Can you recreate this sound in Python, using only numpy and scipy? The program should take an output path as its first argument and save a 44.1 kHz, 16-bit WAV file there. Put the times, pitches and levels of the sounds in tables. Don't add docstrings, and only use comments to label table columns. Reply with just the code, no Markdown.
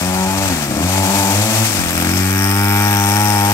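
import sys
import numpy as np
from scipy import signal
from scipy.fft import rfft, irfft
from scipy.io import wavfile

SR = 44100
rng = np.random.default_rng(int(sys.argv[2]) if len(sys.argv) > 2 else 0)


def voltage_ratio(decibels):
    exponent = np.asarray(decibels, float) / 20
    return 10 ** exponent


def int16_out(signal):
    q = np.round(np.clip(np.atleast_2d(signal).T, -1, 1) * 32767)
    wavfile.write(sys.argv[1], SR, q.astype(np.int16))


N = 155673
T = np.arange(N) / SR


def in_time(rows):
    s, *columns = np.transpose(rows)
    return [np.interp(T, s, c) for c in columns]


def rms_one(x):
    return x / np.sqrt(np.mean(x ** 2) + 1e-20)


def colour(x, *tables):
    size = 2 ** 14
    log_hz = np.log(np.maximum(np.fft.rfftfreq(size, 1 / SR), 1))
    db = 0
    for table in tables:
        hz, table_db = np.transpose(table)
        db = db + np.interp(log_hz, np.log(hz), table_db)
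    cepstrum = irfft(np.log(voltage_ratio(db)))
    cepstrum[1:size // 2] *= 2
    cepstrum[size // 2 + 1:] = 0
    impulse = irfft(np.exp(rfft(cepstrum)))[:size // 2]
    return signal.fftconvolve(x, impulse)[:N]


def delayed(x, s):
    return np.interp(np.arange(N) - s * SR, np.arange(N), x)


def drift(rate_hz):
    r = np.exp(-2 * np.pi * rate_hz / SR)
    noise = rng.standard_normal(N + SR)
    return rms_one(signal.lfilter([1], [1, -2 * r, r * r], noise)[SR:])


def clicks(s, sizes):
    at = np.clip(s * SR, 0, N - 2)
    first, part = at.astype(int), at % 1
    out = np.zeros(N)
    np.add.at(out, first, sizes * (1 - part))
    np.add.at(out, first + 1, sizes * part)
    return out


def pair(make):
    own_share = 0.45
    shared = np.sqrt(1 - own_share) * make()
    left = shared + np.sqrt(own_share) * make()
    right = shared + np.sqrt(own_share) * make()
    return np.array([left, right])


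def resonate(x, peaks, gains=None):
    out = 0
    for k, (hz, width_hz, db) in enumerate(peaks):
        r = np.exp(-np.pi * width_hz / SR)
        poles = [1, -2 * r * np.cos(2 * np.pi * hz / SR), r * r]
        ring = (1 - r * r) / 2 * signal.lfilter([1, 0, -1], poles, x + 1e-18)
        gain = 1 if gains is None else gains[k]
        out = out + (-1) ** k * gain * voltage_ratio(db) * ring
    return out


def turning(peaks):
    swing_db, swing_hz = 2.5, 2.5
    return voltage_ratio(swing_db * np.array([drift(swing_hz) for _ in peaks]))


# time in seconds, firings per second in Hz.
SPEED = [(0,89),(.06,91.4),(.42,97.7),(.49,93.74),(.55,80.1),(.7,66.6),(.76,71.49),(.84,89.36),(.96,96.11),(1.31,98.3),(1.46,110.2),(1.62,111.8),(1.69,106.5),(1.83,85.97),(2,85),(2.14,92.53),(2.62,100.6),(3.53,103)]


def crank():
    hunt_from_s, hunt_hz, hunt_depth, hunt_low_at_s = 2.6, 2.55, 0.017, 3.04
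    hz, = in_time(SPEED)
    hunt_in = np.clip(2 * (T - hunt_from_s), 0, 1)
    hunt = hunt_depth * hunt_in * np.cos(2 * np.pi * hunt_hz * (T - hunt_low_at_s))
    turns = np.cumsum(hz * (1 - hunt)) / SR
    number = np.arange(1, int(turns[-1]))
    return np.interp(number, turns, T), number


# time in seconds, weakness of every second firing 0-1, random misfire 0-1.
MISFIRE = [(0, .03, .06), (.46, .03, .06), (.52, .12, .28), (.78, .25, .22), (.86, .03, .06),
           (1.35, .02, .05), (1.66, .03, .08), (1.72, .15, .3), (1.85, .3, .12), (2.08, .4, .07),
           (2.22, .03, .03), (3.53, .01, .025)]


def firing_power(s, number):
    weak, wild = (column[(s * SR).astype(int)] for column in in_time(MISFIRE))
    alternate = weak * (-1.) ** number
    return np.clip(1 - alternate + wild * rng.standard_normal(len(s)), 0, 1.6)


# frequency in Hz, level in dB.
THUMP = [(35, -36), (65, -7), (100, 2.5), (200, -1), (300, -4), (400, -11), (480, -25.5), (800, -48.5)]
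# frequency in Hz, width in Hz, level in dB.
BURBLE = [(251, 107, -0.53), (347, 67, -0.47)]


def thump_and_burble(s, power):
    follows, after_s = 0.7, 0.0035
    pulse = clicks(s + after_s, 1 + follows * (power - 1))
    burble = rms_one(resonate(clicks(s, power - 1), BURBLE))
    return rms_one(colour(pulse, THUMP)) + voltage_ratio(-12) * burble


def pipe_kicks(s, power):
    jitter_s, spread_db = 0.00002, 0.6
    late = jitter_s * rng.standard_normal(len(s))
    return clicks(s + late, power * voltage_ratio(spread_db * rng.standard_normal(len(s))))


# frequency in Hz, width in Hz, level in dB.
DRONE = [(500, 45.6, -3), (674, 236, -2)]


def drone(kicks):
    return rms_one(resonate(kicks, DRONE))


# frequency in Hz, width in Hz, level in dB.
BARK = [(860, 110, 0)]


def bark(kicks):
    return rms_one(resonate(resonate(kicks, BARK), [(811, 240, 0)]))


# frequency in Hz, width in Hz, level in dB.
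RASP = [(1100, 150, -7), (1415, 113, 0), (1630, 43, 0), (1860, 57, -0.5), (2335, 77, -2.5)]


def rasp(kicks):
    return rms_one(resonate(kicks, RASP, np.sqrt(turning(RASP))))


# frequency in Hz, level in dB.
SPIT = [(500, -35), (1200, 5), (2300, 6), (3500, 4.5), (5500, -23), (8500, 1), (12500, -14), (16000, 0.5)]
# frequency in Hz, width in Hz, level in dB.
FINS = [(5148, 174, 7.5), (5920, 250, 5), (8760, 370, 2), (11800, 350, -2), (12620, 450, 3),
        (13540, 630, 3)]


def spit_and_fins(s, power, rasp_db):
    after_s, decay_s, spread_db, steady = 0.0026, 0.0016, 1.6, 0.17
    r = np.exp(-1 / (decay_s * SR))
    puffs = clicks(s + after_s, power ** 0.95 * voltage_ratio(spread_db * rng.standard_normal(len(s))))
    gate = signal.lfilter([1], [1, -r], puffs) + steady
    facing = turning(FINS)
    fins_gain = voltage_ratio(-0.5 + 0.29 * (rasp_db + 28.5))

    def gas():
        hiss = rms_one(colour(gate * rng.standard_normal(N), SPIT))
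        fins = rms_one(resonate(gate * rng.standard_normal(N), FINS, facing))
        return hiss + fins_gain * fins
    return pair(gas)


# time in seconds, then thump, muffler drone,
# bark, rasp and spit levels in dB.
ENGINE = [(0,-18.5,-25,-42,-35,-28.5),(.2,-18,-30.5,-22.5,-33.5,-43),(.43,-20,-22.5,-35,-44,-35),(.53,-21.5,-33,-46,-35,-34),(.75,-22.5,-28,-77,-38,-36),
          (.95,-17.5,-24,-27.5,-44,-40),(1.3,-18,-25.5,-23,-36,-27),(1.42,-19.5,-24.5,-43,-42,-33.5),(1.63,-20,-27,-39,-43,-26.5),(1.72,-24.5,-32.5,-70,-34.5,-28.5),
          (2,-20.5,-29.5,-66.5,-32,-24),(2.2,-16.5,-40.5,-41,-27,-28.5),(2.45,-16,-33.5,-27.5,-23.5,-24.5),(2.75,-16,-35,-21,-22.5,-23.5),(3.05,-17,-34,-19.5,-26,-23.5),(3.53,-17.5,-30,-17.5,-28.5,-24.5)]


def engine():
    thump_db, drone_db, bark_db, rasp_db, spit_db = in_time(ENGINE)
    s, number = crank()
    power = firing_power(s, number)
    kicks = pipe_kicks(s, power)
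    tone = voltage_ratio(thump_db) * thump_and_burble(s, power)
    tone += voltage_ratio(drone_db) * drone(kicks)
    tone -= voltage_ratio(rasp_db) * rasp(kicks)
    tone -= voltage_ratio(bark_db) * bark(kicks)
    return tone, voltage_ratio(spit_db) * spit_and_fins(s, power, rasp_db)


# time in seconds, extra path in metres, level in dB.
FENCE = [(0, 1.68, -12), (.23, 1.8, -2), (.42, 2.28, -12), (.85, 3.65, 2), (.94, 2.8, -19), (1.1, 5.5, -2),
         (1.21, 4.55, -5.5), (1.36, 6.2, -5.5), (1.52, 8.04, -5), (1.63, 9.3, -2.5), (1.73, 11, -44),
         (2.0, 16.3, -11.5), (2.4, 13.1, -21.5), (3.53, 12.56, -38)]


def fence_echo(tone):
    metres, db = in_time(FENCE)
    return voltage_ratio(db) * delayed(tone, metres / 343)


# time in seconds, level in dB.
SLIDE = [(0,-25),(.49,-21.5),(.61,-25),(.72,-25),(.85,-21.5),(1.17,-15.5),(1.47,-14.5),(1.58,-15.5),(1.76,-19),(1.95,-25),(2.2,-20),(2.66,-28),(3.53,-24)]
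# frequency in Hz, level in dB.
SCRAPE = [(120, -3.5), (300, -4.5), (820, 7), (1000, -1), (1400, 1), (3200, -1.5), (7000, -2.5),
          (16000, -12)]


def wheels():
    grit_per_s, grit_db, patchy_db = 1400, -13.5, 1.24
    db, = in_time(SLIDE)

    def scrape():
        struck = rng.random(N) < grit_per_s / SR
        grit = struck * rng.standard_normal(N) * rng.exponential(1, N)
        return rms_one(colour(rng.standard_normal(N) + voltage_ratio(grit_db) * rms_one(grit), SCRAPE))
    skid = voltage_ratio(db + patchy_db * (drift(2.4) + drift(35))) * pair(scrape)
    roar_below_hz, roar_follows = 3300, 0.53
    roar = signal.sosfilt(signal.butter(1, roar_below_hz, fs=SR, output="sos"), skid)
    held_back = voltage_ratio(-(1.5 - roar_follows) * np.maximum(db - db.mean(), 0))
    return skid + (held_back - 1) * roar


# time in seconds, level in dB.
GUST = [
    (0, 14),
    (.5, 22),
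    (.85, 1),
    (1.6, -18),
    (1.8, 28),
    (2.15, 13),
    (2.4, -1),
    (3.53, -9),
]
# frequency in Hz, level in dB.
WIND = [(15, -16), (35, -7), (70, 18), (150, -5), (400, -40)]


def wind():
    db, = in_time(GUST)

    def port():
        lumps_db = 4.7 * drift(7.4)
        return voltage_ratio(-51.5 + db + lumps_db) * rms_one(colour(rng.standard_normal(N), WIND))
    return np.array([port(), voltage_ratio(-7) * port()])


def scene():
    tone, spit = engine()
    return tone + fence_echo(tone) + spit + wheels() + wind()


# frequency in Hz, level in dB.
LEFT_PORT = [(400, 0.5), (1200, 3), (3500, 2), (5200, 4), (8600, 7.5), (9900, -2.5), (13800, -4),
             (15500, 2.5)]
RIGHT_SHADOW = [(100, -.6), (400, -2.9), (600, -2), (1200, -4.5), (1900, -6), (2600, 3.7), (3700, -12.5),
                (4300, -5.5)]
RIGHT_PORT = [(4300, 0.5), (5300, -17.5), (7000, -10.5), (8600, -15), (9800, 6), (11500, 15), (13800, 10.5),
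              (15500, 9)]


def microphone(dry):
    right_lag_s, cutoff_hz = 0.0001071, 15980
    left = colour(dry[0], LEFT_PORT)
    right = delayed(colour(dry[1], RIGHT_SHADOW, RIGHT_PORT), right_lag_s)
    rounded = 0.9 * np.tanh(np.array([left, right]) / 0.9)
    return signal.sosfilt(signal.cheby2(20, 50, cutoff_hz, fs=SR, output="sos"), rounded)


def top_cut(x):
    return signal.sosfilt(signal.butter(12, 16130, fs=SR, output="sos"), x)


def record(dry):
    return top_cut(microphone(dry))


dry = scene()
out = record(dry)
int16_out(out)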